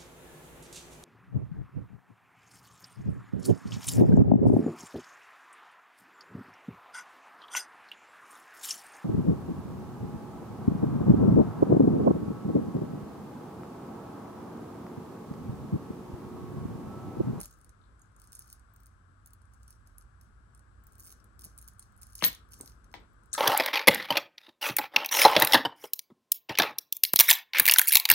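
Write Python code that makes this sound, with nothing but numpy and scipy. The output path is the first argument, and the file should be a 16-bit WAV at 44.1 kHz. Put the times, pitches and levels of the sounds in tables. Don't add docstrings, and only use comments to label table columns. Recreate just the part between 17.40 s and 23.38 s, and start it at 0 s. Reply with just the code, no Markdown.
import sys
import numpy as np
from scipy import signal
from scipy.fft import rfft, irfft, next_fast_len
from scipy.io import wavfile
from scipy.ndimage import map_coordinates

SR = 44100
rng = np.random.default_rng(int(sys.argv[2]) if len(sys.argv) > 2 else 0)


def log_audio(samples):
    frames = np.atleast_2d(samples).T
    limited = np.clip(frames, -1, 1)
    pcm = np.round(limited * 32767).astype(np.int16)
    wavfile.write(sys.argv[1], SR, pcm)


def elevation(decibels):
    levels = np.asarray(decibels, float)
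    return 10 ** (levels / 20)


N = 263530


def unit(x):
    return x / np.sqrt(np.mean(x ** 2, -1, keepdims=True) + 1e-20)


def along(points, hz):
    f, v = np.transpose(points)
    return np.interp(np.log(hz + 1), np.log(f + 1), v)


def curves(rows):
    s, *cols = np.transpose(rows)
    return [np.interp(np.arange(N) / SR, s, c) for c in cols]


def filtered(x, response):
    n = x.shape[-1]
    m = next_fast_len(n + min(n, 4096))
    hz = np.fft.rfftfreq(m, 1 / SR)
    return irfft(rfft(x, m) * response(hz), m)[..., :n]


def hump(hz, centre_hz, octaves):
    return np.exp(-.5 * (np.log2((hz + 1) / centre_hz) / octaves) ** 2)


def placed(times, rows, pan_db):
    starts = np.round(times * SR).astype(int)
    at = np.clip(starts[:, None] + np.arange(rows.shape[1]), 0, N)
    sides = []
    for side in (1, -1):
        panned = rows * elevation(side * pan_db / 2)[:, None]
        sides.append(np.bincount(at.ravel(), panned.ravel(), N + 1)[:N])
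    return np.array(sides)


def peaked(rows, db):
    return rows / np.abs(rows).max(1, keepdims=True) * elevation(db)[:, None]


def bursts(count, size, rise, t60):
    t = np.maximum(np.arange(size) / SR - 1 / 1000, 0)
    swell = 1 - np.exp(-(t / rise) ** 2)
    decay = elevation(-60 * t / np.reshape(t60, (-1, 1)))
    return rng.standard_normal((count, size)) * swell * decay


# f/Hz, density level/dB
RUMBLE = [(20, -36.5), (28, -16), (37, -15), (43, -1), (50, -3), (62, 1), (73, -16), (90, -4.5), (118, -12),
          (158, -22), (200, -21), (330, -30), (500, -39), (1000, -74)]
# f/Hz, density level/dB
HISS = [(250, -15), (450, -12), (950, -8.5), (1100, -1.5), (1300, 0), (1620, -2.5), (1850, -14.5),
        (2600, -22), (7400, -27.5), (7800, -14.5), (8200, -28.5), (10500, -26), (12300, -44.5),
        (16000, -62.5)]
# f/Hz, left-right level/dB
HISS_PAN = [(200, 5.5), (700, 0), (1290, 16.5), (2380, 5), (4400, 9), (8120, -0.5)]
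# t/s, rumble level/dB, fan level/dB
AIR = [(0.0, -59, -72), (1.35, -60, -71.5), (1.45, -59, -73), (5.31, -57.5, -71), (5.98, -62, -72)]


def air():
    rumble_db, fan_db = curves(AIR)
    mid, side = filtered(rng.standard_normal((2, N)), lambda hz: elevation(along(RUMBLE, hz)))
    rumble = unit(np.array([mid + .27 * side, mid - .27 * side])) * elevation([[-.9], [.9]])
    lead_s = .0003
    rumble = filtered(rumble, lambda hz: np.exp(np.array([[1j], [-1j]]) * np.pi * hz * lead_s))

    def fan_colour(hz):
        lean = elevation(along(HISS_PAN, hz) / 2)
        share = np.array([lean, 1 / lean]) / np.hypot(lean, 1 / lean)
        return elevation(along(HISS, hz)) * share

    hiss = filtered(rng.standard_normal((2, N)), fan_colour)
    return elevation(rumble_db + 0.5) * rumble + elevation(fan_db + 2.0) * hiss / np.std(hiss.mean(0))


# t/s, level/dB
HANDS = [(0, -75), (.45, -72), (1.5, -92), (3.4, -76.5), (3.65, -69.5), (4.1, -72), (4.4, -95.5),
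         (5.1, -70), (5.4, -69), (5.62, -66), (5.7, -71.5)]


def hands():
    lumps = map_coordinates(rng.standard_normal(160), [np.arange(N) * 25 / SR])
    both = rng.standard_normal((2, N)) + rng.standard_normal(N)
    brush = filtered(both, lambda hz: hump(hz, 200, 0.91))
    return elevation(curves(HANDS)[0] + 2.5 * lumps) * unit(brush)


# f/Hz, t60/s
ROOM = [(200, 0.2), (1400, 0.22), (3500, 0.27), (10000, 0.13), (16000, 0.037)]


def room(x):
    out, step = np.zeros((2, N + SR)), SR // 5
    for at in range(0, N, step):
        hz, t, z = signal.stft(rng.standard_normal((2, SR // 3)), SR, nperseg=256)
        alike = 1 / (1 + (hz[:, None] / 600) ** 2)
        z = np.array([z[0], alike * z[0] + np.sqrt(1 - alike ** 2) * z[1]])
        decay = elevation(-60 * t / along(ROOM, hz)[:, None])
        tail = signal.istft(z * decay, SR, nperseg=256)[1]
        wet = signal.fftconvolve(x[None, at:at + step], tail / np.linalg.norm(tail[0]), axes=1)
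        start = at + 180
        out[:, start:start + wet.shape[1]] += wet
    return out[:, :N]


# f/Hz, left-right level/dB
PORT_PAN = [(300, 0), (1000, 3), (4400, 7.5), (8000, -2.5), (14400, .4)]
# f/Hz, left lead/rad
PORT_TURN = [(0, 0), (1000, 1.3), (2500, 0), (6000, -12.8), (12500, -26.7), (14430, -30), (15300, -31.4),
             (16400, -33.2)]


def ports(x):
    f, turn = np.transpose(PORT_TURN)
    knots = 1.3 * rng.standard_normal(60)

    def half(hz):
        scatter = map_coordinates(knots, [hz / 600])
        bent = np.interp(hz, f, turn) + scatter * hump(hz, 6000, .55)
        return elevation(along(PORT_PAN, hz) / 2) * np.exp(.5j * bent)

    return filtered(x, lambda hz: np.array([half(hz), 1 / half(hz)]))


# t/s, peak level/dB, centre f/Hz, t60/s,
# left-right level/dB
CLINKS = [(.415, -70, 3800, 0.024, 13), (.439, -65, 3730, 0.018, 7), (.452, -74, 3900, 0.036, 14),
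          (4.8322, -22.5, 11930, 0.044, 0), (4.8382, -24.5, 3600, 0.023, 4.5),
          (5.5405, -50.5, 2000, 0.033, 10), (5.541, -39.5, 810, 0.018, 8), (5.541, -56, 4500, 0.1, 8),
          (4.843, -32, 2040, .03, -13), (4.809, -45.5, 2560, 0.11, 6), (5.916, -58, 6900, .06, 9),
          (5.93, -24, 7040, 0.016, 18), (5.9362, -28, 8900, 0.0097, 25), (5.9379, -40.5, 8900, 0.011, 7.5),
          (5.933, -39.5, 4060, 0.067, 6), (5.943, -40, 1490, 0.045, -7), (5.951, -37.5, 1440, 0.024, 13.5)]
# t/s, peak level/dB, centre f/Hz, t60/s, left-right level/dB
BLOWS = [
    (4.8237, -17, 1200, 0.012, 2.5),
    (4.832, -31, 2500, 0.057, 5.5),
    (4.8392, -15.5, 3630, 0.025, 10.5),
    (4.8399, -12, 3390, 0.011, 11.5),
    (4.842, -29.5, 4570, 0.051, 9.5),
    (4.848, -32, 1953, 0.026, 0),
    (5.5405, -29.5, 1380, 0.0045, -2),
    (5.546, -51.5, 2470, 0.11, 10),
    (.002, -48.5, 690, 0.099, -4.5),
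]
# t/s, peak level/dB, centre f/Hz, t60/s, left-right level/dB
THUDS = [
    (.003, -44.5, 121, 0.079, 3),
    (4.059, -50.5, 184, 0.0063, -1),
    (4.824, -31.5, 168, 0.11, -1),
    (4.842, -42, 194.7, 0.12, -3),
    (5.203, -42.5, 338, 0.011, 1),
    (5.232, -52, 296, 0.023, 7),
    (5.542, -52.5, 330, 0.39, 13.5),
    (5.932, -50.5, 700, 0.23, 5),
]
# f/Hz, density level/dB
TABLE = [(60, -1), (200, 3.5), (520, -6), (1000, -5), (1450, -14.5), (2070, -8.5), (2600, -12),
         (3600, -8.5), (6400, -14), (9000, -14.5), (16000, -36)]


def knocks():
    s, db, centre_hz, t60, pan_db = np.transpose(CLINKS + BLOWS + THUDS)
    octaves = np.repeat([.21, 1.3, 1.43], [len(CLINKS), len(BLOWS), len(THUDS)])
    blow = bursts(count=len(s), size=4096, rise=0.0014, t60=t60)
    blow[:, 66] += 4.5

    def bend(hz):
        return np.exp(-2j * np.pi * .11 * (2 * np.sqrt(hz) - hz / np.sqrt(1500)))

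    def colour(hz):
        resonance = hump(hz, centre_hz[:, None], octaves[:, None])
        return elevation(along(TABLE, hz)) * resonance * bend(np.minimum(hz, 1500))

    return placed(s - 1 / 1000, peaked(filtered(blow, colour), db), pan_db)


# struck t/s, peak level/dB, t60/s, damped t/s
CHIMES = [(4.8474, -13.5, .16, 4.887), (5.119, -60, .1, 5.2), (5.139, -57, .1, 5.2), (5.189, -53, .1, 5.25),
          (5.259, -55, .15, 5.35), (5.21, -56, .12, 5.3), (5.318, -69, .06, 5.4), (5.541, -56, .05, 5.55),
          (5.556, -68, .06, 5.7), (5.6, -70, .2, 5.606), (5.733, -71, .05, 5.742)]
# f/Hz, level/dB
BELL = [
    (14427, 0),
    (14538, -21),
    (15030, -27),
]


def chime():
    t = np.arange(SR // 4) / SR
    s, db, t60, until = np.transpose(CHIMES)[:, :, None]
    ring = sum(elevation(level_db) * np.sin(2 * np.pi * hz * t) for hz, level_db in BELL)
    damping = np.clip((s + t - until) / .004, 0, 1)
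    decay_db = -60 * t / t60 - 8.5 * damping
    onset = 1 - np.exp(-t / 0.00038)
    return placed(s[:, 0], elevation(db + decay_db) * onset * ring, np.zeros(len(s)))


# t/s, length/s, level/dB
MOVES = [(-.02, 0.049, -60), (.08, 0.2, -82), (0.602, .03, -85), (0.781, .11, -75.5), (0.915, 0.11, -67),
         (1.083, 0.036, -68), (1.355, 0.16, -84), (1.842, 0.033, -83), (2.11, 0.16, -85),
         (2.274, 0.043, -72.5), (2.456, 0.029, -79), (2.569, 0.031, -81), (2.81, 0.046, -82),
         (3.135, 0.035, -93), (3.464, .1, -82), (3.587, .13, -66), (3.985, 0.04, -71), (4.033, .025, -62),
         (4.182, 0.13, -75), (4.386, .04, -71.5), (4.57, .02, -78), (4.608, 0.11, -74), (4.75, 0.07, -60),
         (4.818, 0.039, -51), (5.926, 0.014, -45), (5.107, 0.18, -67)]
# f/Hz, density level/dB
LINKS = [(1200, -42), (2000, -10.5), (3000, -9.5), (5600, 4.5), (7500, -1.5), (8900, -3.5), (11000, -0.5),
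         (12300, -13.5), (13300, -21.5), (14600, -9.5), (15400, -13), (15900, -13.5), (16200, -31.5),
         (16800, -36.5)]


def rustle():
    t = np.arange(N) / SR
    rise_s, t60_s = 0.0089, 0.27
    effort = np.zeros(N)
    for s, held, db in MOVES:
        swell = np.clip((t - s) / rise_s, 0, 1) ** 2
        effort += swell * elevation(db - 60 * np.maximum(t - s - held, 0) / t60_s)
    size = elevation(1.4 * np.minimum(rng.exponential(size=N), 3.2))
    touch = (rng.random(N) < 1100 / SR) * size
    life = elevation(-60 * np.arange(300) / SR / .005)
    power = signal.fftconvolve(touch ** 2, life ** 2)[:N]
    grains = np.sqrt(np.abs(power)) * rng.standard_normal(N)

    def faint(hz):
        return elevation(along(LINKS, hz)) * (0.27 + hump(hz, 10500, 0.68))

    return effort * elevation(2.5) * unit(filtered(grains, faint))


# t/s, peak level/dB, top part level/dB relative to the peak, low part level/dB
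# relative to the peak, favoured f/Hz
CONTACTS = [(0.0024, -28, -46, -25, 9100), (0.0084, -40, -25, -27, 9550), (0.0124, -25.5, -23, -21, 10800),
            (0.0184, -38, -23, -28, 9600), (0.0313, -30.5, -28, -21, 9800), (0.0374, -39, -17, -17, 10800),
            (0.0444, -39, -19, -16, 9400), (0.0563, -32.5, -19, -21, 11600), (0.0774, -53, -17, -13, 11400),
            (0.1082, -50, -7, -21, 8790), (0.1114, -49, -18, -16, 9320), (0.1264, -50, -25, -18, 6780),
            (0.1374, -55, -18, -19, 9360), (0.2124, -48.5, -28, -25, 9320), (0.2448, -47, -21, -19, 9800),
            (0.2927, -45.5, -34, -16.5, 9100), (0.594, -55.5, -35, -29, 8900), (0.617, -51.5, -35, -27, 6820),
            (0.6574, -68, -35, -13, 7840), (0.7188, -66, -37, -18, 9540), (0.7632, -49.5, -31, -28, 9000),
            (0.7981, -46, -15, -20, 8950), (0.817, -45.5, -15, -19.5, 9260), (0.84, -50.5, -20, -17, 11000),
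            (0.8724, -45.5, -29, -23, 9270), (0.9293, -40, -13, -14, 9500), (0.9512, -36, -22, -30, 9900),
            (0.9584, -42, -21, -19, 9650), (0.9674, -44, -29, -21, 11000), (0.9911, -35, -18, -28, 10700),
            (1.0074, -53, -16, -13, 10800), (1.0211, -44, -19, -12.5, 9520), (1.058, -54, -16, -22, 9110),
            (1.0724, -54, -11, -21, 10600), (1.0774, -51, -18, -16, 9100), (1.0999, -43, -15, -17.5, 8650),
            (1.1273, -35, -13, -21.5, 11300), (1.1354, -54, -11, -17, 10500),
            (1.195, -52, -28, -19, 8950), (1.3369, -64, 5, -23, 8770), (1.3613, -52.5, -9, -16, 8800),
           (1.402, -59, -5, -14, 8800), (1.4324, -56, -9, -20, 9100), (1.4581, -49, -19, -22, 9100),
           (1.4665, -47, -14, -20, 10600), (1.8598, -41, -15, -26, 10100), (1.8724, -46.5, -12, -18, 11400),
           (1.9055, -56, -18, -17, 9120), (1.933, -48.5, -6, -20, 10900), (2.0175, -54.5, -53, -16, 9110),
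           (2.0542, -57, -49, -23, 9000), (2.1354, -53, -18, -20, 9110), (2.143, -56, -21, -20, 8000),
           (2.2307, -48.5, -21, -20.5, 9200), (2.2788, -44.5, -33, -19.5, 10400),
           (2.3052, -43.5, -15, -17.5, 10600), (2.3261, -54, -28, -9, 8800), (2.472, -50, -27, -18, 10900),
           (2.5816, -41, -26, -25, 11200), (2.611, -52.5, -28, -9, 11100), (2.622, -53, -35, -24, 8520),
           (2.8112, -48.5, -20, -17.5, 10600), (2.833, -57, -21, -21, 9200), (3.148, -47.5, -23, -20, 8900),
           (3.1757, -53, -35, -23, 10700), (3.193, -53, -29, -16, 8600), (3.4376, -56, -5, -26, 9400),
           (3.468, -49, -3, -19, 11200), (3.522, -50.5, -14, -21, 8850), (3.532, -54.5, -14, -27, 8750),
           (3.5533, -54, -11, -17, 8860),
            (3.5817, -48, -9, -21, 10800), (3.5965, -40.5, -10, -27, 10700), (3.603, -39, -18, -35, 11000),
           (3.6114, -54, -16, -24, 11100), (3.6244, -52, -8.5, -17, 8810), (3.634, -51, -4, -20, 8950),
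           (3.642, -43, -25, -26, 8690), (3.6464, -47, -21, -24, 8670), (3.6534, -43, -16, -23, 10700),
           (3.6574, -49, -8, -18, 10900), (3.664, -48, -8, -15, 8640), (3.67, -44, -9, -16, 10600),
           (3.676, -44, -14.5, -10, 9100), (3.6814, -48, -8, -15, 8800), (3.6934, -43, -12, -18, 11500),
           (3.7034, -46, -14.5, -13, 11300), (3.716, -47, -10.5, -14, 11400),
           (3.7239, -39, -15, -15.5, 11600), (3.7334, -60, -24, -17, 11400),
           (3.8008, -61.5, -16, -4.5, 9000), (3.842, -48.5, -21, -23, 11500),
           (3.9923, -39, -18.5, -19.5, 12000), (4.0184, -43, -14, -13.5, 9200),
           (4.0356, -49, -12, -11, 11200), (4.0414, -34.5, -16.5, -18, 11500),
           (4.0475, -33, -17, -23, 10100), (4.0513, -38, -20, -29, 10500), (4.1215, -74, -29, -17, 8700),
           (4.1614, -67, -13, -22, 9040), (4.1769, -40, -16, -27, 10700), (4.1862, -35, -20, -23.5, 9250),
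           (4.2138, -40, -20, -30, 11700), (4.2195, -48, -15, -22, 11800),
           (4.225, -42.5, -14, -17.5, 10600), (4.2428, -48, -20, -19, 10600),
           (4.2763, -40.5, -13, -22, 10700), (4.2837, -41, -13, -16.5, 11600),
            (4.334, -58, -16, -24, 9070), (4.3846, -55, -19, -28, 8990), (4.3939, -36, -21, -28, 9200),
              (4.4246, -49, -20, -14, 9220), (4.5216, -61, -13, -19, 8030), (4.563, -59, -25, -26, 11300),
              (4.576, -48, -24, -34, 10600), (4.6254, -44.5, -23, -26, 7040),
              (4.6307, -37, -21, -21.5, 11000), (4.6677, -41.5, -22, -24, 10300),
              (4.688, -58, -23, -22, 9000), (4.7052, -56, -21, -25, 10400), (4.7224, -51, -21, -23, 10700),
              (4.7316, -46.5, -17, -13, 8980), (4.7522, -33.5, -14, -17.5, 10400),
              (4.78, -43, -17, -17, 11150), (4.79, -44.5, -17, -3, 10900), (4.928, -40.5, -11, -13, 11000),
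              (4.9474, -41.5, -15.5, -10.5, 10500), (5.12, -45, -24, -16.5, 11000),
              (5.1337, -40, -18, -12, 11400), (5.139, -44.5, -18.5, -14, 8200),
              (5.2096, -30, -19, -22.5, 8800), (5.2585, -43.5, -21, -12, 11240),
              (5.2754, -41, -32, -12.5, 11300), (5.8346, -58.5, -23, -19, 9370),
              (5.8581, -54.5, -18, -21, 9000),
            (.172, -64, -8, -26, 9000), (.186, -62, -10, -27, 10000), (.205, -64, -25, -18, 9500),
         (.8504, -58, -20, -16, 9500), (.92, -45.5, -10, -12.5, 9700), (3.5895, -52, -7, -22, 9500),
         (4.0097, -46, -7, -18, 9500), (4.6145, -44, -19.5, -30, 10500), (4.6193, -46, -6, -15, 9100),
         (4.699, -53, -17, -17, 10000), (4.7985, -49.5, -11.5, -17, 10000), (4.812, -48, -19, -16, 10900),
         (4.816, -54, -19.5, -12, 10800), (5.088, -59.5, -19, -14, 10970), (5.108, -55, -12, -18, 11400),
         (5.293, -54, -25, -8.5, 11000), (5.296, -52, -25, -16, 10600), (5.319, -56.5, -20, 0, 11000),
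         (5.443, -53, -30, -12.5, 10560), (5.515, -54.5, -41, -11, 9870), (5.527, -59, -8, -13, 11400),
         (5.58, -68, -20, -16, 9100), (4.8251, -32, -19, -20, 10000), (4.8417, -20, -20, -9, 9000),
         (4.8468, -17, -14, -30.5, 11000), (5.5415, -56, -6.5, -14.5, 7860),
         (5.931, -29.5, -34.5, -20, 8900), (5.939, -19.5, -24.5, -24, 9100), (5.948, -29.5, -22, -7, 8400)]


def ticks():
    s, db, top_db, low_db, centre_hz = np.transpose(CONTACTS)
    luck = rng.standard_normal((len(s), 4))
    snap = bursts(count=len(s), size=640, rise=.0021, t60=.0058 * elevation(2.5 * luck[:, 0]))
    snap[:, 95] += .4
    settling = bursts(count=len(s), size=640, rise=0.0024, t60=0.027)
    puff = snap + elevation(-27.0) * settling

    def part(low_hz, high_hz):
        return filtered(puff, lambda hz: elevation(along(LINKS, hz)) * (hz > low_hz) * (hz <= high_hz))

    main, low, top = part(6500, 13500), part(1500, 6500), part(13500, 17000)
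    main = filtered(main, lambda hz: .45 + hump(hz, centre_hz[:, None], .15))
    rows = peaked(main, db + 1.4)
    rows = rows + peaked(low, db + low_db + 8) + peaked(top, db + top_db + 6)
    return placed(s - .001, rows, 2.5 * luck[:, 1])


# t/s, level/dB
WARMUP = [
    (0, 6.5),
    (.062, 5.5),
    (.072, 1),
    (.2, 0),
]


def scene():
    metal, table, ring = ticks() + rustle(), knocks(), chime()
    direct = ports(metal + table + ring)
    into_room = elevation(-11.5) * metal.mean(0) + elevation(-36.5) * ring.mean(0) + elevation(-5.5) * table.mean(0)
    return direct + room(into_room) + elevation(curves(WARMUP)[0]) * air() + hands()


def roll_off(x):
    return signal.sosfilt(signal.butter(12, 16500, fs=SR, output="sos"), x)


def record(dry):
    return roll_off(dry)


dry = scene()
out = record(dry)
log_audio(out)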